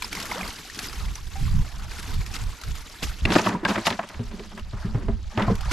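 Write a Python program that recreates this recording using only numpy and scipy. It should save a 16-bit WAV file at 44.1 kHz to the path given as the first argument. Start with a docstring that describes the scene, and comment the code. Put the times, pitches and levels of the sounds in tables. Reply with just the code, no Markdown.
"""Water pours and drips, low rumbles swell, then wet slaps and hard knocks ring the planks of a wooden boat.
A large fish is lifted dripping from a river in a net, swung aboard and dropped on the planks.
Water is hiss and short ringing bubbles; wind and later handling bumps are low noise that swells.
Slaps, knocks and rubbing are bursts of noise sent through the resonances of hull, planks and wet skin.
Struck boards, one low thump and lone long-ringing bubbles are single fading tones."""
import sys
import numpy as np
from scipy import signal
from scipy.fft import rfft, irfft, next_fast_len
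from scipy.io import wavfile
from scipy.ndimage import uniform_filter1d, map_coordinates

SR = 44100
rng = np.random.default_rng(int(sys.argv[2]) if len(sys.argv) > 2 else 0)


def generate_wav(sig):
    """Save sig (samples, or channels by samples) to the path in sys.argv[1] as 16-bit PCM at SR."""
    pcm = np.round(np.clip(np.atleast_2d(sig).T, -1, 1) * 32767).astype(np.int16)
    wavfile.write(sys.argv[1], SR, pcm)


N = 252252  # length in samples

# Low rumbles: wind gusts at first, then mostly bumps from handling after about 4.1 s.
# Each row: start in seconds, length in seconds, heave level in dB.
LOW_RUMBLES = [(0.108, 0.16, -47.5), (0.432, 0.094, -43), (0.83, 0.11, -47), (0.94, 0.41, -32.5),
               (1.43, 0.062, -19), (1.528, 0.088, -23.5), (1.763, 0.083, -28.5), (2.016, 0.075, -29),
               (2.155, 0.054, -25.5), (2.243, 0.1, -28), (2.406, 0.02, -23.5), (2.69, 0.05, -30),
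               (3.035, 0.14, -32.5), (3.24, 0.04, -22.5), (4.168, 0.3, -37), (4.628, 0.02, -26.5),
               (4.74, 0.23, -33), (4.976, 0.24, -28.5), (5.216, 0.021, -27.5), (5.417, 0.12, -29.5),
               (5.55, 0.21, -29)]
# Steady draining and lapping. Each row: time in seconds, fizz level in dB, gurgle level in dB.
WATER_LEVELS = [(0, -46, -85), (.1, -49.5, -73), (.17, -37.5, -42), (.3, -37, -41), (.39, -38.5, -35.5),
                (.5, -39, -45), (.7, -44.5, -75), (.95, -43, -48.5), (1.3, -48, -60), (1.4, -42.5, -51),
                (2.1, -54, -47.5), (2.2, -72, -61), (2.35, -51.5, -48.5), (3.2, -47.5, -60),
                (3.5, -49, -57), (3.62, -58, -69), (3.75, -43.5, -62), (4.06, -50.5, -66),
                (4.47, -51.5, -67), (4.6, -53, -70), (4.65, -57.5, -67), (4.8, -51, -47.5),
                (5.2, -58.5, -62), (5.33, -52.5, -50.5), (5.69, -47, -41.5)]
# Water flung off net and fish. 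Each row: peak time in seconds, rise in seconds,
# time to fall 60 dB in seconds, level in dB.
WATER_SPLASHES = [(0.031, 0.041, 0.25, -36), (.13, 0.04, 0.19, -43), (0.796, 0.052, 0.36, -40),
                  (1.994, 0.25, 3.1, -43), (2.37, 0.15, 0.15, -38), (3.031, 0.018, 0.3, -33),
                  (3.255, 0.081, .3, -49), (3.326, 0.055, 0.13, -29.5), (3.365, 0.033, 0.23, -24),
                  (3.468, 0.13, 0.21, -35.5), (3.68, 0.03, 0.41, -36), (3.865, 0.034, 0.25, -31),
                  (5.43, 0.25, 0.32, -54), (5.72, 0.023, .3, -23)]
# Tone colour of fizzing water. Each row: frequency in Hz, relative gain in dB.
FIZZ_COLOUR = [(180, 2), (300, 4), (363, -0.5), (469, -0.5), (532, -12), (1340, -3.5), (1620, -4),
               (4640, -4), (7370, -9), (9210, -15), (11900, -12.5), (13500, -21.5)]
# Single drops. Each row: time in seconds, level in dB, bubble pitch in Hz, splat relative to ring in dB.
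WATER_DROPS = [(0.0224, -18, 2370, -6), (.022, -24, 1010, -12), (.044, -26.5, 960, -25),
               (0.0447, -19, 5050, -23), (0.1282, -21, 2250, -5), (.1511, -26.5, 2250, -2),
               (.17, -21.5, 2090, -27), (0.2, -29.5, 2250, 3), (0.2266, -26, 5380, -3),
               (0.254, -28, 1790, -2), (0.3144, -15.5, 2120, -17), (.319, -18, 946, -13),
               (0.4108, -19.5, 2440, -25), (0.431, -24, 2120, -20), (.457, -29, 960, -20),
               (0.4775, -23, 4640, -10.5), (.507, -29, 2920, -22), (0.699, -26.5, 1820, -10.5),
               (0.746, -37.5, 3300, 4), (0.79, -28.5, 1930, 5.5), (.8854, -23.5, 4930, -31),
               (0.929, -28, 1330, -5.5), (.955, -37, 2350, -20), (1.155, -23, 5950, -11.5),
               (1.41, -41, 2730, -3), (1.48, -29.5, 1150, -20), (2.028, -38.5, 1350, 4),
               (2.141, -31.5, 2930, -3), (2.2633, -29.5, 5450, -6), (2.6137, -31, 4000, -4),
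               (2.636, -29.5, 1320, -4), (2.753, -36, 1300, 1), (4.088, -42, 3200, 5),
               (4.577, -31.5, 1900, -10), (4.595, -33, 2830, -9.5), (5.553, -42, 3080, 8),
               (5.6083, -35, 3450, 1.5)]
# Lone long-ringing bubbles, some gliding in pitch. Each row: time in seconds, level in dB,
# starting pitch in Hz, time to fall 60 dB in seconds,
# glide (half the rise in pitch, in starting pitches per second).
LONG_BUBBLES = [(.355, -29, 450, .13, 6), (1.002, -39, 1254, 0.083, 0), (1.178, -41, 920, 0.1, 7),
                (1.355, -31.5, 775, 0.16, .3)]
# Feet, net and fish rubbing on the planks. Each row: peak time in seconds, rise in seconds,
# time to fall 60 dB in seconds, hull level in dB, plank level in dB.
RUBBING = [(.43, 0.65, 0.38, -37, -46), (3.27, 0.014, 0.85, -21, -29.5), (3.5, 0.41, 0.68, -33.5, -34.5),
           (3.66, 0.041, 2.1, -50, -35.5), (4.345, 0.11, 0.87, -37, -50), (4.46, 0.19, 0.13, -44, -69),
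           (4.58, 0.079, 0.22, -43, -46.5), (4.79, 0.19, 0.37, -70, -48), (4.86, 0.031, 1.3, -36.5, -50),
           (4.99, 0.23, 0.57, -34.5, -49.5), (5.385, 0.049, 0.54, -26.5, -30.5),
           (5.445, 0.06, 0.37, -27, -30), (5.499, 0.16, 0.15, -29, -40)]
# Short tones of struck boards, and one low thump at 3.22 s. Each row: time in seconds, level in dB,
# pitch in Hz, time to fall 60 dB in seconds.
BOARD_TONES = [(3.222, -17.5, 65, 0.28), (3.253, -8.5, 2740, 0.019), (3.359, -1.5, 304, 0.039),
               (3.462, -14, 750, 0.034), (3.473, -17, 940, 0.036), (3.549, -19.5, 960, 0.065),
               (3.631, -20.5, 325, 0.086), (3.653, -12.5, 1614, 0.061), (3.709, -16, 1460, 0.023),
               (3.778, -23.5, 336, 0.13), (3.871, -22, 907, 0.11), (3.992, -16, 670, 0.05),
               (4.198, -26, 241, 0.18), (4.196, -33.5, 413, 0.13), (4.948, -21, 87, 0.18),
               (5.086, -19.5, 397, 0.092), (5.086, -26, 672, 0.089), (5.378, -19.5, 930, 0.044),
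               (5.481, -17, 695, 0.048), (5.482, -20, 1030, 0.07), (5.5, -16.5, 457, 0.11),
               (5.712, -21, 1430, 0.026)]
# Hard knocks of hoop and pole. Each row: time in seconds, knock level in dB,
# then thud, smack and boom in dB relative to the knock.
HARD_KNOCKS = [(3.023, -33, -5.5, -17, -21), (3.253, -22, -2, 7, -4.5), (3.354, -13.5, -4, -4.5, -19),
               (3.651, -16, -11, -0.5, -38), (3.869, -11, -16.5, -2, -45), (3.991, -21.5, -15.5, -17, -34),
               (4.194, -39.5, 10, -31, 14.5), (4.314, -38.5, -24, -4, -11), (4.575, -46, -4, 3, -20),
               (4.732, -38, 3, -20, 8.5), (4.845, -38, -5, -26, 12.5), (4.947, -31, 3.5, -16, 13),
               (5.084, -29, 5.5, -20, 6.5), (5.376, -18.5, -2, -6, -2.5), (5.479, -27, 0, -35, 7.5),
               (5.656, -33, -17, -4, 0)]
# The fish's wet slaps. Each row: time in seconds, knock level in dB,
# then thud and smack in dB relative to the knock.
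WET_SLAPS = [(3.304, -5.5, -4, -1.5), (3.32, -5, -14, 1), (3.358, -1, -37, -9), (3.385, -5, -8, -1),
             (3.446, -16, -10, -7), (3.462, -6, -4.5, -6), (3.489, -13, -3.5, -2), (3.523, -19, 3, -7),
             (3.548, -19, 6, -29), (3.633, -20, -22, -21), (3.681, -11.5, 0, -3), (3.695, -10, -1.5, -2),
             (3.707, -9, -33, -3), (3.757, -9, -8, -3), (3.777, -9.5, -10, -14), (3.854, -14.5, -19, 2),
             (3.904, -9, -7.5, 3), (3.925, -19.5, -1, 6), (4.03, -21.5, -8, -4), (4.097, -27, -6.5, -0.5),
             (4.143, -27.5, -4, 4), (4.395, -29, 6.5, 7), (4.434, -28, -17, -2), (4.518, -32.5, -3, -3),
             (5.422, -20, -1, 11), (5.5, -17.5, 6, -18), (5.713, -21.5, 6, 7.5)]
# Lowest hull resonances. Each row: frequency in Hz, width in Hz, relative gain in dB.
BOOM_MODES = [(112.5, 15.4, 3.5), (178.7, 16.5, 0)]
# Hull resonances. Each row: frequency in Hz, width in Hz, relative gain in dB.
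HULL_MODES = [(182.3, 25, 3), (219.7, 18.1, 6), (282, 140, -3.5), (403.7, 36, 2), (460, 170, -7.5),
              (763, 24, -20)]
# Plank resonances. Each row: frequency in Hz, width in Hz, relative gain in dB.
PLANK_MODES = [(596, 116, 3.5), (998, 204, 3.5), (1226, 167, 4.5), (1730, 770, -1.5)]
# Wet skin resonances. Each row: frequency in Hz, width in Hz, relative gain in dB.
SKIN_MODES = [(1870, 280, -0.5), (2430, 560, 2), (3340, 1700, -4.5), (5400, 380, -13)]
# Stereo width. Each row: frequency in Hz, side level before a common lift in dB relative to the middle.
STEREO_WIDTH = [(180, -30), (550, -11.5), (1650, -9), (4970, -7), (15000, -6)]
# Stereo balance. Each row: frequency in Hz, left minus right gain in dB.
STEREO_LEAN = [(60, 1.5), (180, -0.5), (550, -0.5), (1650, 0.0), (4970, 0), (15000, 4)]

ABOARD_S = 3.2  # when the net is aboard
RUMBLE_RISE_DB_PER_S, RUMBLE_FALL_DB_PER_S, LULL_DB = 260, 150, -49
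# Flutter has its set level when the heave is at STRONG_DB, and swings wider than the heave.
FLUTTER_DB, FLUTTER_GROWS, STRONG_DB = -26, 1.68, -21.5
CALM_DB = -57  # flutter level soon after the net is aboard
PLINK_DB = -10  # clear bubbles relative to the fizz
RISE_DB = 30  # what a swell climbs in its rise time
# Ring decay is for 1 kHz; the slope is its power law with pitch.
DROP_T60_S, DROP_SLOPE, SPLAT_T60_S = 0.024, -0.3, 0.033
SLAP_T60_S, SLAP_BOOM_DB, KNOCK_T60_S = 0.049, -14.5, 0.092  # boom is relative to the knock
TOP_HZ = 15750  # band limit


def amp(db):
    """Turns a level in dB into a gain."""
    return 10 ** (np.asarray(db) / 20)


def unit(x):
    """Scales a sound to rms 1."""
    return x / np.sqrt(np.mean(x ** 2) + 1e-20)


def along(points, hz):
    """Reads a curve of (Hz, value) points on a log frequency axis."""
    f, v = np.transpose(points)
    return np.interp(np.log(hz + 1), np.log(f + 1), v)


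def curves(rows):
    """Gives one value per sample for each column after the time."""
    s, *cols = np.transpose(rows)
    return [np.interp(np.arange(N) / SR, s, c) for c in cols]


def wobble(rate):
    """Draws a smooth random curve with rate random points a second."""
    points = rng.standard_normal(int(N * rate / SR) + 4)
    return map_coordinates(points, [np.arange(N) * rate / SR])


def filtered(x, response):
    """Filters a sound by a response given as a function of frequency."""
    n = x.shape[-1]
    m = next_fast_len(n + SR // 4)
    return irfft(rfft(x, m) * response(np.fft.rfftfreq(m, 1 / SR)), m)[..., :n]


def body(modes):
    """Response of an object that rings at several resonances, added with alternating signs."""
    def response(f):
        total = 0
        for k, (c, w, db) in enumerate(modes):
            total = total + (-1) ** k * amp(db) * 1j * f * w / (c * c - f * f + 1j * f * w)
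        return total
    return response


def swells(peak_s, rise_s, t60, db):
    """Summed gain of swells that climb to a peak and die away."""
    t = np.arange(N) / SR - peak_s[:, None]
    shape_db = np.where(t < 0, RISE_DB * t / rise_s[:, None], -60 * t / t60[:, None])
    return np.sqrt(np.sum(amp(2 * (db[:, None] + shape_db)), axis=0))


def steady(x):
    """Evens out the slow level of a noise, so that the rumble levels set it."""
    return x / np.sqrt(np.abs(uniform_filter1d(x ** 2, size=SR // 12)) + 0.037)


def rumble_level():
    """Heave level in dB: each rumble rises, holds and falls back into the lull."""
    start, length, db = np.transpose(LOW_RUMBLES)[:, :, None]
    t = np.arange(N) / SR - start
    rise_db = RUMBLE_RISE_DB_PER_S * np.minimum(t, 0)
    fall_db = RUMBLE_FALL_DB_PER_S * np.maximum(t - length, 0)
    shape_db = db + rise_db - fall_db
    return np.maximum(shape_db.max(axis=0), LULL_DB)


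def rumbles():
    """Wind, then mostly handling bumps: a low heave and a quicker flutter, lumpy, stronger on the right."""
    heave_db = rumble_level()
    gusty_db = FLUTTER_DB + FLUTTER_GROWS * (heave_db - STRONG_DB)
    flutter_db = np.where(np.arange(N) < (ABOARD_S + .1) * SR, gusty_db, CALM_DB)
    noise = rng.standard_normal((2, 2, N))
    heave = unit(filtered(noise[0], lambda f: body([(36, 60, 0)])(f) / (1 + (f / 90) ** 4)))
    flutter = unit(filtered(noise[1], lambda f: body([(105, 120, 0)])(f) ** 2 / (1 + (f / 220) ** 6)))
    lumps = amp(6.5 * np.tanh(wobble(18)) - 2)
    shared, own = lumps * (amp(heave_db) * steady(heave) + amp(flutter_db) * steady(flutter))
    return np.array([0.88 * shared + 0.32 * own, 1.31 * shared - 0.54 * own])


def scatter(count):
    """Random places from 0 to 1, and two bell-curve draws for each bubble's pitch and size."""
    return rng.random(count), np.clip(rng.standard_normal((count, 2)), -2.5, 2.5)


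def bubbles(start, hz, cycles, size, rise):
    """Damped sines whose pitch climbs as each bubble nears the surface."""
    t = np.arange(SR // 50) / SR
    life = t * (hz / cycles)[:, None]
    wave = size[:, None] * np.exp(-life) * np.sin(2 * np.pi * hz[:, None] * t * (1 + rise * life))
    at = (start * SR).astype(int)[:, None] + np.arange(len(t))
    return np.bincount(at.ravel(), wave.ravel(), N + SR)[:N]


def water(count=6000):
    """A patchy hiss with tiny bursting bubbles, clear plinks, and larger bubbles that gurgle."""
    fizz_db, gurgle_db = curves(WATER_LEVELS)
    splash = swells(*np.transpose(WATER_SPLASHES))

    # Random patches in time and frequency make the hiss uneven.
    z = signal.stft(rng.standard_normal(N), nperseg=256)[2]
    patches = uniform_filter1d(uniform_filter1d(rng.standard_normal(z.shape), 8, 0), 5, 1)
    hiss = signal.istft(z * amp(2.3 * unit(patches)), nperseg=256)[1][:N]

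    u, g = scatter(count)
    spray_hz = np.clip(6000 * np.exp(0.618 * g[:, 0]), 600, 15000)
    spray = bubbles(u * N / SR, spray_hz, 4.4, amp(7.3 * g[:, 1]), 0.063)
    spray = filtered(spray, lambda f: f / 4000 + 0.28)
    fizz = unit(filtered(unit(hiss) + .5 * unit(spray), lambda f: amp(along(FIZZ_COLOUR, f))))

    # Once the net is aboard, the fizz is thinner and duller.
    dull = unit(filtered(fizz, lambda f: 1 / (1 + (f / 9000) ** 2) / (1 + (900 / (f + 1)) ** 2)))
    fizz = np.where(np.arange(N) < ABOARD_S * SR, fizz, dull)

    u, g = scatter(count // 2)
    gurgle = bubbles(u * N / SR, 1200 * np.exp(0.406 * g[:, 0]), 6, amp(2.75 * g[:, 1]), 0.02)
    gurgle = unit(filtered(gurgle, lambda f: 1 / (1 + (480 / (f + 1)) ** 4)))

    # Until the net is aboard, drips trap clear bubbles.
    u, g = scatter(count // 8)
    plinks = bubbles(u * ABOARD_S, 2300 * np.exp(.45 * g[:, 0]), 7, amp(2 * g[:, 1]), 0.02)
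    fizz = fizz + amp(PLINK_DB) * unit(plinks)

    flicker = amp(1.33 * wobble(80))
    fizz_gain = amp(fizz_db) + splash * amp(3.7 * wobble(55))
    return flicker * (fizz_gain * fizz + amp(gurgle_db) * gurgle)


def drops():
    """Each drop splats on the surface and traps a bubble that rings, longer the larger it is."""
    out, t = np.zeros(N + SR), np.arange(SR // 8) / SR
    for s, db, hz, splat_db in WATER_DROPS:
        ring_t60 = DROP_T60_S * (hz / 1000) ** DROP_SLOPE
        ring = np.sin(2 * np.pi * hz * t * (1 + 0.5 * t)) * amp(-60 * t / ring_t60)
        splat = filtered(rng.standard_normal(len(t)), lambda f: amp(along(FIZZ_COLOUR, f)) * (f > 700))
        splat = unit(splat) * amp(splat_db - 60 * t / SPLAT_T60_S)
        out[round(s * SR):][:len(t)] += amp(db) * (ring + splat) * (1 - np.exp(-t / 0.00048))
    return out[:N]


def long_bubbles():
    """A lone bubble rings long without a splat; some glide in pitch as they move."""
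    out, t = np.zeros(N + SR), np.arange(SR // 8) / SR
    for s, db, hz, t60, glide in LONG_BUBBLES:
        ring = np.sin(2 * np.pi * hz * t * (1 + glide * t))
        out[round(s * SR):][:len(t)] += amp(db - 60 * t / t60) * ring * (1 - np.exp(-t / 0.0018))
    return out[:N]


def drag():
    """Uneven rubbing keeps hull and planks sounding."""
    *shape, hull_db, plank_db = np.transpose(RUBBING)
    uneven = amp(4 * wobble(40))
    rub = uneven * rng.standard_normal((2, N))
    hull = unit(filtered(rub[0], lambda f: body(HULL_MODES)(f) ** 2 / (1 + (f / 900) ** 4)))
    plank = unit(filtered(rub[1], lambda f: body(PLANK_MODES)(f) / (1 + (f / 3500) ** 2)))
    return swells(*shape, hull_db) * hull + swells(*shape, plank_db) * plank


def board_tones():
    """Struck boards, and one low thump, ring briefly at their own pitches, which waver a little."""
    out, t = np.zeros(N + SR), np.arange(SR // 8) / SR
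    for s, db, hz, t60 in BOARD_TONES:
        waver = uniform_filter1d(rng.standard_normal(len(t)), size=220) * np.sqrt(220)
        ring = np.sin(2 * np.pi * hz * t + 0.13 * waver)
        out[round(s * SR):][:len(t)] += amp(db - 60 * t / t60) * ring * (1 - np.exp(-t / 0.0011))
    return out[:N]


def blows(table, t60, rise_s, crack_size):
    """A crack and a ragged burst drive planks and wet skin; a push drives the hull."""
    out, t = np.zeros((4, N + SR)), np.arange(SR // 4) / SR
    crack = crack_size * np.exp(-t / .00007)
    shove = crack_size * 0.49 * np.exp(-t / 0.0015)
    rise = 1 - np.exp(-t / rise_s)
    for s, db, thud_db, smack_db, boom_db in table:
        noise = rise * rng.standard_normal((4, len(t)))
        # The contact breaks into small slips.
        ragged = amp(5 * uniform_filter1d(noise[0], 110) * np.sqrt(110) - 3)
        knock = crack + noise[1] * ragged * amp(-60 * t / t60)
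        smack = crack + noise[2] * ragged * amp(-60 * t / (0.36 * t60))
        push = shove + noise[3] * amp(-60 * t / (1.67 * t60))
        parts = np.array([knock, amp(smack_db) * smack, amp(thud_db) * push, amp(boom_db) * push])
        out[:, round(s * SR):][:, :len(t)] += amp(db) * parts
    return out[:, :N]


def slaps():
    """Hard knocks start quickly, wet slaps swell in; both ring the boat, whose heavy parts dull the treble."""
    drive = blows(HARD_KNOCKS, KNOCK_T60_S, rise_s=0.00046, crack_size=3.5)
    slap_rows = [(*row, SLAP_BOOM_DB) for row in WET_SLAPS]
    drive = drive + blows(slap_rows, SLAP_T60_S, rise_s=0.0039, crack_size=0.58)
    # Each row: resonances, gain in dB, treble roll-off in Hz.
    parts = [(PLANK_MODES, 7, 2600), (SKIN_MODES, 12, 9000), (HULL_MODES, 15, 1200), (BOOM_MODES, 18, 500)]
    out = np.zeros(N)
    for x, (modes, db, top_hz) in zip(drive, parts):
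        out += amp(db) * filtered(x, lambda f: body(modes)(f) / (1 + 1j * f / top_hz) ** 2)
    return out


def spread(x):
    """Makes stereo for two close microphone openings, whose difference is a copy with shifting phases."""
    z = signal.stft(x, nperseg=256)[2]
    side = signal.istft(z * np.exp(2j * np.pi * rng.random(z.shape)), nperseg=256)[1][:N]
    side = filtered(side, lambda f: amp(along(STEREO_WIDTH, f) + 1.5))
    left_right = np.array([x + side, x - side])
    return filtered(left_right, lambda f: amp(along(STEREO_LEAN, f) * np.array([[.5], [-.5]])))


def scene():
    """Spreads boat and water in stereo and adds the low rumbles."""
    return spread(water() + drops() + long_bubbles() + slaps() + board_tones() + drag()) + rumbles()


def record(dry):
    """The treble falls away steeply around 14 kHz; nothing is kept above the band limit."""
    return filtered(dry, lambda f: (f < TOP_HZ) / (1 + (f / 14200) ** 24))


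dry = scene()
out = record(dry)
generate_wav(out)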